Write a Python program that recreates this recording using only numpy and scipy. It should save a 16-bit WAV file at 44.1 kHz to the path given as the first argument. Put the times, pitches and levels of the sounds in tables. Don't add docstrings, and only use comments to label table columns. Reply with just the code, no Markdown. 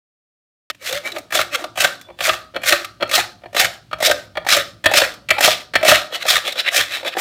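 import sys
import numpy as np
from scipy import signal
from scipy.fft import rfft, irfft, next_fast_len
from scipy.io import wavfile
from scipy.ndimage import uniform_filter1d, map_coordinates

SR = 44100
rng = np.random.default_rng(int(sys.argv[2]) if len(sys.argv) > 2 else 0)


def transcribe(u):
    v = np.clip(np.atleast_2d(u).T, -1, 1)
    q = np.round(v * 32767).astype(np.int16)
    wavfile.write(sys.argv[1], SR, q)


N = 317860
START = 0.7
BOW_SHARE = 0.48

# [t/s, rise/s, hold/s, bite level/dB, exit level/dB, slide level/dB, flex level/dB,
# hiss over rasp/dB, bite f/Hz, exit f/Hz]
CUT_PASSES = [(0.819, 0.06, .095, -22, -22, -48, -32, -4.5, 2590, 2420),
              (1.332, 0.022, 0.064, -16, -17, -43, -21.5, -3.5, 2340, 2140),
              (1.78, 0.036, .034, -12.5, -13.5, -29.5, -22, -3, 1950, 1790),
              (2.21, 0.051, 0.074, -12.5, -23, -37.5, -21, -4.5, 1850, 1290),
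              (2.647, 0.048, 0.041, -10.5, -15, -25, -22, -4, 2320, 1380),
              (3.114, 0.04, 0.051, -9.5, -16, -33.5, -19, -4, 3110, 1620),
              (3.564, 0.039, 0.052, -8, -16, -35.5, -17.5, -5, 2960, 2000),
              (4.026, 0.041, 0.043, -5.5, -22.5, -39, -16.5, -5, 3460, 1730),
              (4.489, 0.041, 0.069, -5, -18, -35.5, -19.5, -6, 3550, 1950),
              (4.94, 0.036, 0.072, -5.5, -16, -31.5, -18, -6, 3520, 1980),
              (5.409, 0.041, 0.067, -6, -13, -27, -18.5, -5, 3430, 2900),
              (5.854, 0.037, 0.062, -4, -8.5, -24, -14, -6, 2750, 2410),
              (6.267, .036, 0.062, -7.5, -11, -32.5, -22, -4.5, 3230, 2030),
              (6.724, 0.044, 0.039, -8.5, -11.5, -29, -19.5, -3.5, 3230, 2200)]
# [t/s, level/dB, flex over level/dB,
# hiss over level/dB, flex centre f/Hz, ring centre f/Hz]
PLATE_KNOCKS = [(1.323, -14, -18, -6.5, 520, 1750), (1.774, -17, -11.5, -4.5, 587, 2670),
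                (2.085, -43.5, 1.5, -18, 597, 2300), (2.101, -41, 2, -23, 570, 2300),
                (2.206, -14, -17.5, -9, 590, 3800), (2.556, -29.5, -0.5, -29, 620, 1300),
                (2.562, -16, -9.5, -53, 624, 1420), (2.634, -17, -18, -8, 630, 2560),
                (3.017, -27, 0.5, -46, 590, 1300), (3.025, -10, -8.5, -50, 585, 1320),
                (3.436, -38, -1.5, -21, 610, 2300), (3.457, -35, -1, -33, 624, 1800),
                (3.93, -14, -16, -38, 635, 1310), (4.371, -15, -9.5, -50, 612, 1770),
                (4.858, 3.5, -15, -17, 622, 3480), (5.305, 2.5, -23, -15.5, 620, 2030),
                (5.754, -1.5, -16, -26, 615, 1900)]
# [f/Hz, level per Hz/dB]
RASP_SPECTRUM = [(700, -31.5), (1050, -9.5), (1220, 0.5), (1500, 4), (2300, 3.5), (3500, -3), (4400, -4),
                 (5600, -30), (6400, -41), (9000, -33.5)]


def amp(db):
    return 10 ** (np.asarray(db) / 20)


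def unit(x):
    return x / np.sqrt(np.mean(x ** 2) + 1e-20)


def along(points, hz):
    f, value = np.transpose(points)
    return np.interp(np.log(hz + 1), np.log(f), value)


def resonances(modes, hz):
    power = 0
    for centre, width, db in modes:
        power = power + (amp(db) * hz * width) ** 2 / ((centre * centre - hz * hz) ** 2 + (hz * width) ** 2)
    return np.sqrt(power)


def coloured(x, gain):
    size = 2 * next_fast_len(len(x) // 2 + 4096)
    cepstrum = irfft(np.log(gain(np.fft.rfftfreq(size, 1 / SR)) + 1e-6), size)
    cepstrum[1:size // 2] *= 2
    cepstrum[size // 2 + 1:] = 0
    return irfft(rfft(x, size) * np.exp(rfft(cepstrum)), size)[:len(x)]


def wobble(rate):
    knots = rng.standard_normal(int(N * rate / SR) + 4)
    return map_coordinates(knots, [np.arange(N) * rate / SR])


def crackle(rate, spread_db):
    size = amp(spread_db * np.minimum(rng.exponential(size=N), 4))
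    ruptures = rng.random(N) < rate / SR
    return ruptures * size * rng.choice([-1, 1], N)


def emphasis(hz, centre_hz, boost_db, octaves):
    return 1 + amp(boost_db) / (1 + (np.log2((hz + 1) / centre_hz) / octaves) ** 2)


def swept(x, centre_hz, boost_db, octaves, patchy_db):
    hz, t, z = signal.stft(x, SR, nperseg=1024)
    gain = emphasis(hz[:, None], np.interp(t * SR, np.arange(N), centre_hz), boost_db, octaves)
    patches = uniform_filter1d(rng.standard_normal(z.shape), size=7, axis=0)
    patches = uniform_filter1d(patches, size=3, axis=1)
    gain = gain * amp(patchy_db * unit(patches))
    power = np.mean(np.abs(z) ** 2, axis=1)
    levelled = z * gain / np.sqrt(power @ gain ** 2)
    return unit(signal.istft(levelled, SR, nperseg=1024)[1][:N])


def rasp(hz, broad_db=-7):
    # [f/Hz, width/Hz, level/dB]
    loaded_modes = [(1175, 143, -0.5), (1847, 46, -2.5), (2626, 41, -3), (3050, 134, -7), (3435, 260, 0),
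                    (3883, 385, 1), (5500, 120, 0), (5380, 110, 16)]
    return amp(along(RASP_SPECTRUM, hz)) * np.hypot(amp(broad_db), resonances(loaded_modes, hz))


def flex(hz, edge_hz=1100, low_hz=190):
    # [f/Hz, width/Hz, level/dB]
    bending_modes = [(225, 80, -14.5), (284.4, 6.7, -6.5), (349, 39, -4), (558, 89, 1.5), (589, 26, -1.5),
                     (634, 25, 2.5), (704, 66, 0), (735, 96, -2), (940, 410, -8)]
    return resonances(bending_modes, hz) / np.sqrt(1 + (hz / edge_hz) ** 8 + (low_hz / (hz + 1)) ** 4)


def hiss(hz):
    # [f/Hz, level per Hz/dB]
    wet_spectrum = [(3000, -34.5), (5000, -4.5), (6000, -2), (7500, -3.5), (10300, -10), (15000, -9.5),
                    (16200, -28.5)]
    return amp(along(wet_spectrum, hz))


def opening(db=-21, length=0.013, t60=0.08):
    t = np.arange(N) / SR - START
    force = rng.standard_normal(N) * (t > 0) * (t < length) * amp(-60 * np.abs(t) / t60)
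    burst = coloured(force, lambda hz: rasp(hz) + .5 * flex(hz) + 0.21 * hiss(hz))
    return amp(db) * burst / np.sqrt(np.sum(burst ** 2) / (length * SR))


def air(db=-60):
    # [f/Hz, level per Hz/dB]
    room_spectrum = [(25, -34), (60, -3), (90, -23), (150, -25), (250, 10), (450, -12), (1000, -8),
                     (3000, -3.5), (6000, -12), (16000, -23)]
    return amp(db) * unit(coloured(rng.standard_normal(N), lambda hz: amp(along(room_spectrum, hz))))


def thuds(knock_db=-40.5, bow_db=-34.5, share=0.39):
    knocks = [(s, knock_db + share * db) for s, db, *_ in PLATE_KNOCKS]
    bows = [(s + rise + BOW_SHARE * hold, bow_db + share * flex_db)
            for s, rise, hold, _, _, _, flex_db, *_ in CUT_PASSES]
    return knocks + bows


def table(rumble_db=2, thud_db=6, t60=0.26, scatter_db=2.5):
    # [t/s, level/dB]
    hand_weight = [(0.7, -62), (1.151, -57), (1.9, -58), (4.6, -52), (5.9, -55), (6.1, -61), (7.21, -62.5)]
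    # [f/Hz, width/Hz, level/dB]
    table_modes = [(62.4, 24, -2), (106.8, 32, 0), (172, 147, -3.5)]
    shake = unit(coloured(rng.standard_normal(N), lambda hz: resonances(table_modes, hz) ** 2))
    rumble = amp(rumble_db + np.interp(np.arange(N) / SR, *np.transpose(hand_weight)))
    out = np.pad(shake * rumble, (0, SR))
    t = np.arange(SR // 3) / SR
    swell = 1 - np.exp(-(t / .012) ** 2)
    for s, db in thuds():
        boom = np.zeros(len(t))
        for hz, _, level in table_modes:
            boom += amp(level + rng.normal(0, scatter_db)) * np.sin(2 * np.pi * hz * t)
        out[round(s * SR):][:len(t)] += amp(db + thud_db - 60 * t / t60) * swell * boom
    return out[:N]


def blows(events, middle, chatter, t60, middle_db, flex_db, hiss_db, middle_boost_db, flex_boost_db):
    out, t = np.zeros(N + SR), np.arange(SR // 6) / SR
    fade = amp(-60 * np.maximum(t - chatter, 0) / t60)
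    for s, db, low, high, flex_hz, middle_hz in events:
        force = rng.standard_normal(len(t)) * fade
        clack = lambda hz: middle(hz) * emphasis(hz, middle_hz, middle_boost_db, octaves=0.13)
        thump = lambda hz: flex(hz) * emphasis(hz, flex_hz, flex_boost_db, octaves=0.089)
        for voice, level in ((clack, middle_db), (thump, low + flex_db), (hiss, high + hiss_db)):
            part = coloured(force, voice)
            out[round(s * SR):][:len(t)] += amp(db + level) * part / part[:SR // 100].std()
    return out[:N]


def snapping():
    # [t/s, level/dB, flex over level/dB,
    # hiss over level/dB, flex centre f/Hz, rasp centre f/Hz]
    snaps = [(0.747, -38, -19, -11, 297, 2570), (0.926, -12.5, -16, -7.5, 530, 3560),
             (1.1185, -18.5, -33, -14, 340, 3900), (1.1626, -16.5, -9, -35, 610, 1210),
             (1.1834, -24, -12, -4.5, 676, 2270), (1.3718, -8, -30, -20, 690, 3460),
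             (1.3892, -3.5, -15, -24, 637, 1370), (1.6404, -16, -7.5, -15, 600, 1190),
             (1.8446, 2.5, -15.5, -15, 603, 1600), (2.293, 0.5, -19, -31, 635, 1240),
             (2.7235, 5.5, -19, -18, 577, 1290), (2.846, -15.5, -29, -12, 800, 1230),
             (3.093, -18.5, -15, -12, 650, 2550), (3.1133, -10.5, -25, -10.5, 530, 2030),
             (3.5465, -18, -3.5, -12, 547, 1860), (3.565, -5.5, -15, -13.5, 620, 1830),
             (3.6447, -8.5, -17.5, -8, 655, 1670), (4.003, -21, 0, -10, 644, 1160),
             (4.025, -8.5, -8.5, -8, 610, 2000), (4.0974, -10, -1.5, -19, 597, 1260),
             (4.1115, -2.5, -15.5, -11.5, 720, 1590), (4.4652, -15, -5, -16, 776, 1900),
             (4.4876, -4, -26, -10, 630, 1830), (4.5664, -8.5, -8, -5.5, 570, 1280),
             (4.9124, -15, -1, -12, 810, 1850), (4.937, -2, -15, -12, 588, 2700),
             (5.0164, -6, -8.5, -29, 550, 1620), (5.139, -30, -31, -6.5, 650, 1210),
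             (5.382, -9.5, -6.5, -22, 840, 2350), (5.407, -4.5, -12.5, -8.5, 595, 1800),
             (5.444, 0, -16, -15, 670, 3230), (5.4764, -4.5, -4.5, -9, 610, 1140),
             (5.8287, -9, -4.5, -18, 640, 2520), (5.8486, -9, -2, -8, 606, 2600),
             (5.8816, 2.5, -9.5, -10, 620, 1860), (5.9154, 7.5, -14.5, -17, 625, 1380),
             (6.124, -25.5, -2.5, -16, 490, 2000), (6.2533, -17, -3.5, -23, 640, 1670),
             (6.478, -14, -11.5, -12, 570, 3500), (6.523, -16.5, -30, -11, 686, 3930),
             (6.5555, -20, -12, -19, 513, 3500), (7.03, -27.5, -0.5, -19, 506, 2300),
             (7.0476, -17.5, -10, -19, 540, 2280), (7.168, -14.5, -2.5, -24, 785, 1770)]
    return blows(snaps, rasp, chatter=0.0038, t60=0.034, middle_db=-9.5, flex_db=-0.5, hiss_db=-6.5,
                 middle_boost_db=6.5, flex_boost_db=9.5)


def kitchen(x, build=0.014):
    # [f/Hz, t60/s]
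    decay_times = [(80, 0.7), (200, 0.78), (530, 0.33), (1250, 0.4), (2200, 0.23), (3300, 0.29),
                   (4600, 0.38), (7000, 0.28), (15000, 0.21)]
    out, piece = np.zeros(N + 2 * SR), SR // 3
    for first in range(0, N, piece):
        hz, t, z = signal.stft(rng.standard_normal(SR * 2 // 3), SR, nperseg=256)
        decay = amp(-60 * t / along(decay_times, hz)[:, None])
        tail = signal.istft(z * decay * (1 - np.exp(-t / build)), SR, nperseg=256)[1]
        answer = signal.fftconvolve(x[first:first + piece], tail / np.linalg.norm(tail))
        out[first:first + len(answer)] += answer
    return out[:N]


def groans(waver=70, peak_share=0.38, edge_db=-14.5):
    # [t/s, length/s, level/dB, start f/Hz, end f/Hz]
    stick_slips = [(0.814, 0.029, -32, 2280, 2340), (0.894, 0.11, -23, 479.4, 622),
                   (1.045, 0.054, -23.5, 2270, 2380), (1.116, 0.093, -35, 404, 275),
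                   (1.518, 0.068, -27.5, 622, 427), (1.587, .1, -36, 367, 283)]
    t, out = np.arange(N) / SR, np.zeros(N)
    rough = wobble(waver) + 1j * wobble(waver)
    for s, length, db, start_hz, end_hz in stick_slips:
        on = (t > s) & (t < s + length)
        progress = (t[on] - s) / length
        phase = 2 * np.pi * np.cumsum(start_hz + (end_hz - start_hz) * progress) / SR
        swell_db = np.interp(progress, [0, peak_share, 1], [edge_db, 0, edge_db])
        out[on] += amp(db + swell_db) * np.real((0.56 + 1.0 * rough[on]) * np.exp(1j * phase))
    return out


def shear(hz, centre_hz=5000, width_hz=1700):
    return resonances([(centre_hz, width_hz, 0)], hz) ** 3


def scrape(strokes, force, rasp_db, flex_db, hiss_db, release, rasp_boost_db, flex_boost_db, slip_db, shear_db):
    patchy_db = 3
    wander_octaves, wander_rate = 0.14, 25
    t, gains = np.arange(N) / SR, np.zeros((3, N))
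    for rows in strokes:
        s, level, low, high = np.transpose(rows)[:4]
        near = slice(round((s[0] - .02) * SR), round((s[-1] + .08) * SR))
        early = np.maximum(s[0] - t[near], 0)
        late = np.maximum(t[near] - s[-1], 0)
        contact = np.exp(-early / 0.0081 - late / release)
        for gain, db in zip(gains, (level + rasp_db, low + flex_db, level + high + hiss_db)):
            gain[near] += contact * amp(np.interp(t[near], s, db))
    s, *_, rasp_hz = np.vstack(strokes).T
    rasp_centre = np.interp(t, np.maximum.accumulate(s), rasp_hz)
    middle = swept(coloured(force, rasp), rasp_centre, rasp_boost_db, octaves=0.83, patchy_db=patchy_db)
    jerks = coloured(force * amp(slip_db * wobble(90)), flex)
    flex_centre = 630 * 2 ** (wander_octaves * wobble(wander_rate))
    bottom = swept(jerks, flex_centre, flex_boost_db, octaves=0.23, patchy_db=patchy_db)
    speed = np.clip((rasp_centre - 2300) / 1000, 0, 1.2)
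    middle = middle + speed * amp(shear_db) * unit(coloured(rng.standard_normal(N), shear))
    return gains[0] * middle + gains[1] * bottom + gains[2] * unit(coloured(force, hiss))


def cut_stages(s, rise, hold, bite_db, exit_db, slide_db, flex_db, hiss_db, bite_hz, exit_hz):
    entry_db, sag_db = -20, -9
    flex_entry_db, flex_bite_db, flex_exit_db, flex_slide_db = -11, -6, -9, -21.5
    clear_s, slide_s, slide_fade_db = 0.035, 0.086, -17.5
    entry_hz = 2400
    dry_db = hiss_db - 5
    bite = s + rise
    bow = bite + BOW_SHARE * hold
    clear = bite + hold + clear_s
    slide_flex_db = flex_db + flex_slide_db
    return [(s, bite_db + entry_db, flex_db + flex_entry_db, hiss_db, entry_hz),
            (bite, bite_db, flex_db + flex_bite_db, hiss_db, bite_hz),
            (bow, (bite_db + exit_db) / 2 + sag_db, flex_db, hiss_db, (bite_hz + exit_hz) / 2),
            (bite + hold, exit_db, flex_db + flex_exit_db, dry_db, exit_hz),
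            (clear, slide_db, slide_flex_db, dry_db, exit_hz),
            (clear + slide_s, slide_db + slide_fade_db, slide_flex_db + slide_fade_db, dry_db, exit_hz)]


def cutting():
    force = crackle(rate=9000, spread_db=2.0) * amp(2.86 * wobble(260))
    strokes = [cut_stages(*row) for row in CUT_PASSES]
    return scrape(strokes, force, rasp_db=-0.05, flex_db=0.0, hiss_db=-1.0, release=0.015,
                  rasp_boost_db=4.0, flex_boost_db=7.5, slip_db=2.5, shear_db=-9.0)


def rub_stages(s, rise, fall, rasp_db, flex_db, hiss_db, rasp_hz):
    edge_db, flex_edge_db, roundness = -28.5, -13.5, 1.4
    places = np.array([-0.78, -0.39, 0.13, 0.062, 0.8])
    times = np.interp(places, [-1, 0, 1], [s, s + rise, s + rise + fall])
    depths = np.abs(places) ** roundness
    return [(t, rasp_db + depth * edge_db, flex_db + depth * flex_edge_db, hiss_db, rasp_hz)
            for t, depth in zip(times, depths)]


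def rubbing():
    # [t/s, rise/s, fall/s, rasp level/dB, flex level/dB, hiss over rasp/dB,
    # rasp centre f/Hz]
    rubs = [(1.03, 0.039, 0.061, -23, -32, -9.5, 2090), (1.131, .032, 0.043, -32, -30.5, -7, 1400),
            (1.519, .036, 0.012, -10.5, -30, -11, 2090), (1.575, 0.018, 0.1, -31, -31.5, -8, 1800),
            (3.69, 0.038, 0.085, -38, -42, -7, 2700), (4.15, .03, 0.13, -37, -47, -8, 2500),
            (4.645, 0.02, 0.11, -41, -54, -7, 3460), (6.113, 0.039, 0.038, -16, -32, -13, 2920),
            (6.19, 0.037, 0.028, -21.5, -43, -13.5, 2250), (6.432, 0.039, 0.075, -15.5, -27, -13.5, 3000),
            (6.565, 0.037, .022, -8.5, -24, -15, 4300), (6.64, 0.048, 0.016, -10, -32, -22.5, 2340),
            (6.88, 0.064, 0.098, -17, -34, -13, 2780), (7.048, 0.03, 0.028, -14, -24.5, -14.5, 2920),
            (7.11, 0.03, 0.0077, -20, -50, -20, 2170), (7.174, 0.026, .05, -12.5, -22.5, -4.5, 1930)]
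    force = crackle(rate=3100, spread_db=2.5) * amp(1.7 * wobble(200))
    strokes = [rub_stages(*row) for row in rubs]
    return scrape(strokes, force, rasp_db=-1.5, flex_db=-2.0, hiss_db=-1.1, release=0.0019,
                  rasp_boost_db=12, flex_boost_db=-12, slip_db=2.5, shear_db=-22.0)


def ring(hz, broad_db=-12):
    # [f/Hz, width/Hz, level/dB]
    plate_modes = [(1230, 90, -3), (1800, 85, 1), (2330, 75, 0), (2610, 65, -5), (2980, 60, -7),
                   (3280, 55, -2), (4300, 60, -7), (5440, 70, -20)]
    modes = resonances(plate_modes, hz) / np.sqrt(1 + (1000 / (hz + 1)) ** 8)
    return np.hypot(amp(broad_db + along(RASP_SPECTRUM, hz)), modes)


def knocking():
    return blows(PLATE_KNOCKS, ring, chatter=0.0044, t60=0.038, middle_db=-5, flex_db=3.5, hiss_db=-10.0,
                 middle_boost_db=0.5, flex_boost_db=2.5)


def blade(note_db=-6, tick_db=4, uneven=0.6):
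    # [t/s, f/Hz, level/dB, t60/s]
    flicks = [(2.013, 3470, -31.5, 0.29)]
    out, t = np.zeros(N + SR), np.arange(SR // 2) / SR
    for s, hz, db, t60 in flicks:
        waver = (1 + uneven * wobble(48))[:len(t)]
        note = amp(note_db - 60 * t / t60) * waver * np.sin(2 * np.pi * hz * t)
        tick = coloured(rng.standard_normal(len(t)) * amp(-60 * t / 0.042), lambda f: hiss(f) + rasp(f))
        out[round(s * SR):][:len(t)] += amp(db) * (note + amp(tick_db) * tick)
    return out[:N]


def scene():
    slicer = snapping() + groans() + cutting() + rubbing() + knocking() + blade()
    return (opening() + air() + table() + slicer + amp(-14.5) * kitchen(slicer))[None]


def record(dry, top=0.68, hardness=6, gain_db=-0.5, lead_db=-14):
    lead, top_hz = 0.01741, 16050
    x = dry * amp(gain_db)
    x = x / (1 + np.abs(x / top) ** hardness) ** (1 / hardness)
    ahead = round(lead * SR)
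    x = x + amp(lead_db) * np.pad(x[:, ahead:], ((0, 0), (0, ahead)))
    x = signal.sosfilt(signal.butter(2, 42, "high", fs=SR, output="sos"), x)
    x = x * (np.arange(N) / SR >= START)
    return signal.sosfilt(signal.ellip(12, .1, 90, top_hz, fs=SR, output="sos"), x)


dry = scene()
out = record(dry)
transcribe(out)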